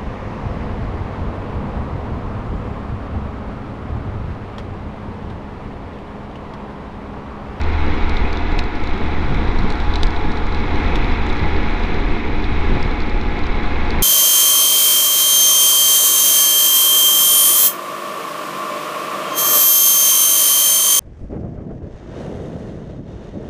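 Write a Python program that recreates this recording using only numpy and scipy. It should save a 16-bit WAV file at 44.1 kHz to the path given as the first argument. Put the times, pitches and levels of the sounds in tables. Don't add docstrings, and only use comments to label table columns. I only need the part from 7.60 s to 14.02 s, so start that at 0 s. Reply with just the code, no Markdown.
import sys
import numpy as np
from scipy import signal
from scipy.fft import rfft, irfft, next_fast_len
from scipy.io import wavfile
from scipy.ndimage import uniform_filter1d

SR = 44100
rng = np.random.default_rng(int(sys.argv[2]) if len(sys.argv) > 2 else 0)


def dump(signal):
    limited = np.clip(np.atleast_2d(signal).T, -1, 1)
    pcm = np.round(limited * 32767).astype(np.int16)
    wavfile.write(sys.argv[1], SR, pcm)


N = 283246
TIME = np.arange(N) / SR

# (time [s], firing rate [Hz])
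SPEED = [(0, 75.56), (1.3, 75.55), (2, 75.2), (2.7, 75.04), (4.4, 75.16), (5.3, 75.02), (5.9, 74.69),
         (6.42, 74.57)]
# (time [s], level [dB])
HUM = [(0, -24), (.45, -25), (.9, -27.5), (1.2, -31), (1.65, -25), (2.2, -26.5), (2.8, -27.5), (3.15, -25),
       (3.55, -28), (3.9, -23), (4.15, -31.5), (4.4, -24.5), (4.65, -29), (5.05, -24), (5.3, -31),
       (5.8, -26.5), (6.42, -28.5)]
EXHAUST_ORDERS = [3, 4, 5]
EXHAUST_DB = [-38.5, -35.5, -50]
EXHAUST_DB_PER_S = [0.53, -0.17, 0]

GEAR_ORDERS = [11.18, 12.65, 19.17, 22.36, 22.61, 26.6, 28.75, 29.95, 44.65]
GEAR_DB = [-0.5, -4, -5, -14.5, -12.5, -10, -20.5, -14.5, -20.5]
GEAR_DB_PER_S = [0, -1.8, -2.5, 1, 0.1, 0, 0.8, -1.3, 0]
# (time [s], level about the usual [dB])
WHINE = [(0, -1), (.58, 0.5), (.7, -0.5), (1.0, 3), (1.4, -1), (1.8, 0.5), (2.6, 2.5), (3.25, 1),
         (3.55, -1.5), (3.88, 4), (4.05, 0), (4.5, -.5), (4.8, -1), (5.15, 0), (5.38, -3), (5.65, 3),
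         (6.42, -0.5)]

# (time [s], level about the usual [dB])
ROAD = [(0, -2.5), (.25, -.5), (.6, -0.3), (.8, -1.5), (.97, -1), (1.1, -3.5), (1.3, -2), (1.8, -1),
        (2.6, -1), (2.87, -2), (3.25, 1.85), (3.6, 0.5), (3.95, 0.6), (4.35, 0.4), (4.7, -1.5), (5.1, 0.5),
        (5.6, -2.2), (6.42, 1.2)]
# (time [s], share of the full turn [0-1])
HEAD_TURN = [(1.3, 0.09), (2.05, 1), (2.65, 0.9), (3.3, 0)]
# (time [s], level about the usual [dB])
AIRSTREAM = [(0, -2.5), (.3, -1.5), (.6, 0), (.95, 0.5), (1.1, -2.5), (1.25, -1), (2.0, 1.5), (2.25, -3.5),
             (2.8, -1.5), (3.35, 2.5), (3.65, -1.5), (3.95, 2.5), (4.25, -3), (4.75, -0.5), (5.2, -1),
             (5.55, -2), (6.42, 1.5)]

# (frequency [Hz], relative level [dB])
CLATTER_SPECTRUM = [(300, -48), (1000, -19.5), (1800, -6), (2000, -1), (2170, 3), (2400, -2), (2540, -2),
                    (2720, -10), (3100, -14.5), (4200, -36), (12000, -87)]
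BUFFET_SPECTRUM = [(2, -5), (6, 1), (16, -2), (30, -7), (50, -15), (80, -25), (140, -38), (400, -65),
                   (4000, -130)]
THUD_SPECTRUM = [(30, -24), (70, 1), (110, 0.5), (165, -1.5), (250, -10), (400, -23), (1000, -51),
                 (10000, -110)]
RUSH_SPECTRUM = [(60, -22.5), (150, -6.5), (220, 1.5), (330, 1), (430, 0), (520, -5.5), (610, -14),
                 (800, -22.5), (2000, -46.5), (12000, -86.5)]
TYRE_SPECTRUM = [(100, -51), (400, -28), (650, -6.5), (715, 5), (745, 0), (785, -0.5), (900, 1.5),
                 (1050, -0.5), (1220, -2.5), (1370, -2), (1550, -6), (1850, -8.5), (4000, -39),
                 (12000, -89)]
SPRAY_SPECTRUM = [(1500, -10), (2800, -2.5), (3120, -4), (3350, 2.5), (3600, 1.5), (4000, 1.5), (4150, -2),
                  (4350, -8), (4600, -9.5), (5300, -13), (6900, -23.5), (8200, -31.5), (9500, -40),
                  (11000, -43.5), (16000, -53.5)]
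MIST_SPECTRUM = [(2000, -29), (4500, -3.5), (5800, 1.5), (7500, -9), (8400, -17), (9300, -6),
                 (10500, -25.5), (16000, -35)]
# (frequency [Hz], gain [dB])
HOUSING = [(800, -7), (2000, -1), (3800, 1.5), (5500, 1), (7000, -8), (9500, -20), (11000, -32),
           (16000, -35)]

# (centre time [s], length [s], eddy rise [dB], thud rise [dB], rush rise [dB])
GUSTS = [(0.287, .26, 3.5, 5, 3.5), (0.525, 0.47, 2.5, -1.5, 0.5), (0.943, 0.095, 2, 0, 2.5),
         (1.438, 0.14, -1, 2, 3.5), (1.706, 0.33, -0.5, 8, 0.5), (1.85, 0.14, 0.5, 0.5, 1),
         (2.044, 0.2, 2, 9, -1), (2.452, 0.15, 6.5, 7, 1.5), (2.657, 0.13, 4, 8.5, 2.5),
         (3.023, 0.15, -2, 6, 0.5), (3.227, .3, -2, 3.5, 1), (3.383, 0.24, 0, 1, 2.5),
         (3.835, 0.12, -5, 9, 2), (3.964, 0.15, 2, -5, 1.5), (4.372, 0.33, 1.5, 3.5, 4),
         (4.506, 0.13, 6, 6, 3.5), (4.918, 0.36, 1.5, 5, -1), (5.124, 0.17, 5, 9.5, 3.5),
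         (5.266, 0.13, 1.5, 6, 1), (5.75, .14, -4, -4, 2), (6.32, 0.2, -1.5, -2, 2)]
# (centre time [s], length [s], level change [dB])
LULLS = [(0.78, 0.2, -7), (1.122, 0.14, -7), (1.543, .1, -1.5), (2.296, 0.2, 3.5), (2.9, .1, 1),
         (4.156, .16, 0), (4.6, 0.16, -7), (5.38, 0.079, -2), (5.56, 0.12, 2.5)]
# (time [s], peak level [dB], length [s])
POPS = [(1.435, -20, .005), (1.706, -9, .016), (2.044, -11, .004), (3.830, -7, .01), (5.1395, -14, 0.002),
        (5.171, -11, .003), (5.259, -14, .003)]
# (time [s], relative strength [dB], ring [Hz], splash share [0-1], spatter after it [0-1])
DROPS = [(.0144, -17.5, 4040, 0.8, 0.1), (.0359, -24, 4200, .45, .1), (0.4955, -16, 3900, 0.57, .15),
         (0.5692, -14, 3620, 0.16, 0.3), (0.7296, -16, 4400, 0.55, 0), (0.772, -16.5, 3640, 0.34, .1),
         (.9195, -25, 4200, 0.6, .1), (.9873, -21, 4330, .6, .1), (0.9906, -7.5, 2600, 0.28, 0),
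         (.9918, -10.5, 4120, .5, .33), (.9935, -20, 3850, 0.2, .05), (1.0395, -22, 4200, .5, .1),
         (1.1535, -27, 4200, .6, .1), (1.16, -28, 4200, .6, .1), (1.2386, -22, 3780, 0.4, .1),
         (1.273, -18, 3880, 0.37, 0.1), (1.3781, -27, 4200, 0.7, .1), (1.7448, -19, 3160, 0.4, 0.4),
         (1.9882, -16.5, 4020, 0.45, .2), (2.0352, -24, 4000, 0.5, .1), (2.103, -13.5, 4200, 0.5, 0.2),
         (2.1228, -17, 4280, .45, 0), (2.1552, -24, 4200, 0.4, .1), (2.2017, -18, 3900, .5, .1),
         (2.339, -13, 3760, 0.15, 0.2), (2.357, -9.5, 3840, 0.5, 0.25), (2.3625, -18, 3840, 0.1, 0.2),
         (2.3845, -23, 4200, 0.5, 0.2), (2.4319, -1.7, 3800, 0.47, 0.26), (2.4695, -15, 4300, 0.64, 0.1),
         (2.5063, -22, 4400, 0.6, 0), (2.5636, -18, 3700, .2, 0), (2.7181, -20, 4170, 0.5, 0.2),
         (2.7725, -20, 3990, .3, .1), (2.8677, -25, 4400, .5, .3), (2.924, -20, 3900, .2, 0.2),
         (2.9472, -17.5, 4100, .45, .1), (3.0023, -23, 4200, 0.5, .1), (3.1577, -24, 4200, .5, 0.2),
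         (3.3567, -11.5, 3400, 0.33, 0.57), (3.4447, -17, 3760, 0.15, .1), (3.6666, -20, 3690, .5, .1),
         (3.6918, -20, 3900, 0.7, .1), (3.6998, -17.5, 3780, 0.2, .15), (3.7289, -23, 4000, .45, 0.4),
         (3.7685, -25, 4200, 0.5, .1), (3.7939, -21, 4200, 0.3, .1), (3.9655, -26, 4400, 0.1, .1),
         (4.1963, -28, 4200, 0.6, .1), (4.236, -20, 3684, 0.2, 0.2), (4.343, -19, 3850, .35, .1),
         (4.842, -17, 3650, 0.27, .1), (5.2283, -20, 5200, 0.53, 0.1), (5.312, -21, 4100, 0.4, .1),
         (5.404, -20, 4270, 0.4, .1), (5.4198, -24, 4600, .35, .1), (5.497, -22, 4200, 0.6, .1),
         (5.6125, -24, 4300, 0.6, .2), (5.7913, -21, 4000, 0.4, 0), (5.8374, -21.5, 4000, 0.23, .1),
         (5.8674, -21, 4700, .56, 0), (6.0615, -23, 3770, 0.3, 0), (6.253, -27, 4260, 0.5, .1),
         (6.3053, -12.5, 4300, .45, .15)]

EDDY_DB, THUD_DB, RUSH_DB = -15.5, -31, -28
EDDY_FOLLOW, THUD_FOLLOW, RUSH_FOLLOW = 0.67, 1.46, 0.44
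RUSH_DB_PER_S, ROAR_DB_PER_S = 0.1152, -0.1649
ROAR_DB, CLATTER_DB, SPRAY_DB, WHINE_DB, MIST_DB = -29.5, -33, -40, -36, -72
ROAR_TURN_DB, CLATTER_TURN_DB, SPRAY_TURN_DB, MIST_TURN_DB = 1.5, -3.5, 0.6, 7.5
SMALL_SPLASH, SMALL_SPATTER, TURN_EXTRA_DROPS = 0.4, .1, 2.5
TOP_HZ = 15800


def undb(db):
    return 10 ** (np.asarray(db) / 20)


def unit(x):
    return x / np.sqrt(np.mean(x ** 2))


def curves(table):
    s, *columns = np.transpose(table)
    return [np.interp(TIME, s, c) for c in columns]


def colour(x, spectrum):
    size = next_fast_len(N + 8192)
    hz, db = np.transpose(spectrum)
    bins = np.maximum(np.arange(size // 2 + 1) * SR / size, 1)
    response_db = np.interp(np.log(bins), np.log(hz), db)
    cepstrum = irfft(np.log(undb(response_db)), size)
    cepstrum[1:size // 2] *= 2
    cepstrum[size // 2 + 1:] = 0
    response = np.exp(rfft(cepstrum))
    return irfft(rfft(x, size) * response, size)[:N]


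def noise(spectrum, gate=1):
    return unit(colour(gate * rng.standard_normal(N), spectrum))


def walk(rate):
    k = max(int(SR / rate), 2)
    steps = np.repeat(rng.standard_normal(N // k + 2), k)
    smooth = uniform_filter1d(uniform_filter1d(steps, k), k)
    return unit(smooth[:N])


def bump(s, length):
    return np.cos(np.pi * np.clip((TIME - s) / length, -.5, .5)) ** 2


def exhaust(firings, hum_db, road_db, throb_db=1.9, waver_db=1.37):
    out = undb(hum_db + throb_db * walk(14)) * unit(np.sin(2 * np.pi * firings))
    for order, db, slope in zip(EXHAUST_ORDERS, EXHAUST_DB, EXHAUST_DB_PER_S):
        level = undb(db + road_db + slope * TIME + waver_db * walk(7.8))
        out = out + level * unit(np.sin(2 * np.pi * (order * firings + rng.random())))
    return out


def gears(firings, whine_db):
    lash, waver_db = .38, 1.5
    lines = np.zeros(N)
    for order, db, slope in zip(GEAR_ORDERS, GEAR_DB, GEAR_DB_PER_S):
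        level = undb(db + slope * TIME + waver_db * walk(20))
        lines += level * np.sin(2 * np.pi * order * firings + lash * walk(30))
    return unit(lines) * undb(whine_db)


def clatter(firings, decay=0.39, depth=0.89):
    force = np.array([0.87, 0.31, 1.0, 0.72, 0.75, 0.16])
    beats = 2 * firings
    fade = np.exp(-(beats % 1) / (2 * decay))
    gate = 1 + depth * force[beats.astype(int) % len(force)] * fade
    return noise(CLATTER_SPECTRUM, gate)


def gusts():
    eddy_db, thud_db, rush_db = sum(np.outer(rise_db, bump(s, length)) for s, length, *rise_db in GUSTS)
    lull_db = sum(db * bump(s, length) for s, length, db in LULLS)
    return eddy_db + lull_db, thud_db + lull_db, rush_db


def wind(air_db, flutter_db=0.5, thud_flutter_db=1.5):
    buffet = noise(BUFFET_SPECTRUM)
    buffet /= np.sqrt(uniform_filter1d(buffet ** 2, SR // 8))
    flurries = undb(flutter_db * walk(30))
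    thud = noise(THUD_SPECTRUM, flurries * undb(thud_flutter_db * walk(36)))
    rush = noise(RUSH_SPECTRUM, flurries)
    eddy_rise_db, thud_rise_db, rush_rise_db = gusts()
    eddy_db = EDDY_DB + EDDY_FOLLOW * air_db + eddy_rise_db
    thud_db = THUD_DB + THUD_FOLLOW * air_db + thud_rise_db
    rush_db = RUSH_DB + RUSH_FOLLOW * air_db + RUSH_DB_PER_S * TIME + rush_rise_db
    return buffet * undb(eddy_db) + thud * undb(thud_db) + rush * undb(rush_db)


def tyres(roar_db, spray_db, grain_db=1.5):
    roar = noise(TYRE_SPECTRUM) * undb(roar_db)
    spray = noise(SPRAY_SPECTRUM, undb(grain_db * walk(900))) * undb(spray_db)
    return roar + spray


def mist(turn, linger_s=.55, grain_db=4):
    wet = np.maximum(turn, np.interp(TIME - linger_s, TIME, turn))
    sizzle = noise(MIST_SPECTRUM, undb(grain_db * walk(700)))
    return sizzle * undb(MIST_DB + MIST_TURN_DB * wet)


def tick(ring_hz, share, spatter, splash_db=3, fragment_db=0, snap_db=8, knock_hz=2450, knock_db=-13):
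    decay_s, echo_s, echo, spatter_s, snap_hz = .001, .002, .35, .006, 11500
    t = TIME[:SR // 30]
    envelope = (1 - np.exp(-t / .0001)) * np.exp(-t / decay_s)
    knock = undb(knock_db) * np.sin(2 * np.pi * knock_hz * t)
    ring = envelope * (np.sin(2 * np.pi * ring_hz * t) + knock)
    burst = envelope * rng.standard_normal(len(t))
    highpass = signal.butter(2, np.clip(0.37 * ring_hz, 100, 5000), "high", fs=SR, output="sos")
    splash = signal.sosfilt(highpass, burst)
    spray = (t > echo_s) * np.exp(-t / spatter_s) * rng.laplace(size=len(t))
    fragments = signal.sosfilt(highpass, spray)
    snap = signal.sosfilt(signal.butter(6, snap_hz, "high", fs=SR, output="sos"), burst)
    shatter = undb(fragment_db) * unit(fragments) + undb(snap_db) * unit(snap)
    share = np.clip(share, 0, 1)
    body = (1 - share) * unit(ring) + share * undb(splash_db) * unit(splash)
    hit = np.std(ring) * (body + max(spatter, 0) * shatter)
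    return hit + echo * np.interp(t - echo_s, t, hit, left=0)


def drops(turn, small_db=-33, spread_db=3, count=170):
    fallen = np.cumsum(1 + max(TURN_EXTRA_DROPS, 0) * np.clip(turn, 0, 1))
    small = []
    for a, b, c in rng.random((count, 3)):
        s = np.interp(a * fallen[-1], fallen, TIME)
        db = small_db + spread_db * (2 * b - 1)
        small.append((s, db, 3000 + 2000 * c, SMALL_SPLASH, SMALL_SPATTER))
    out = np.zeros(N + SR)
    for s, db, ring_hz, share, spatter in list(DROPS) + small:
        start, hit = int(s * SR), tick(ring_hz, share, spatter)
        out[start:start + len(hit)] += undb(db) * hit
    return colour(out[:N], HOUSING)


def pops(air_db, small_db=-25, spread_db=3, small_s=0.0037, count=150):
    small = []
    for a, b, c in rng.random((count, 3)):
        s = a * TIME[-1]
        db = small_db + spread_db * (2 * b - 1) + np.interp(s, TIME, air_db)
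        small.append((s, db, small_s * (.5 + c)))
    t, out = TIME[:SR // 10], np.zeros(N + SR)
    for s, db, length in list(POPS) + small:
        start = int(s * SR)
        age = t / max(length / 4, 1e-4)
        out[start:start + len(t)] -= undb(db) * age * np.exp(1 - age)
    return signal.sosfilt(signal.butter(2, [20, 3000], "band", fs=SR, output="sos"), out[:N])


def scene():
    firing_hz = curves(SPEED)[0] * (1 + 0.00051 * walk(7))
    firings = np.cumsum(firing_hz) / SR
    turn, road_db, air_db = curves(HEAD_TURN)[0], curves(ROAD)[0], curves(AIRSTREAM)[0]
    drone = exhaust(firings, curves(HUM)[0], road_db)
    whine = gears(firings, WHINE_DB + road_db + curves(WHINE)[0])
    valves = clatter(firings) * undb(CLATTER_DB + road_db + CLATTER_TURN_DB * turn)
    roar_db = ROAR_DB + road_db + ROAR_TURN_DB * turn + ROAR_DB_PER_S * TIME
    spray_db = SPRAY_DB + road_db + SPRAY_TURN_DB * turn
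    engine = drone + whine + valves
    air = wind(air_db) + pops(air_db)
    water = drops(turn) + mist(turn)
    return (engine + air + tyres(roar_db, spray_db) + water)[None]


def record(dry):
    return signal.sosfilt(signal.ellip(8, .2, 70, TOP_HZ, fs=SR, output="sos"), dry)


dry = scene()
out = record(dry)
dump(out)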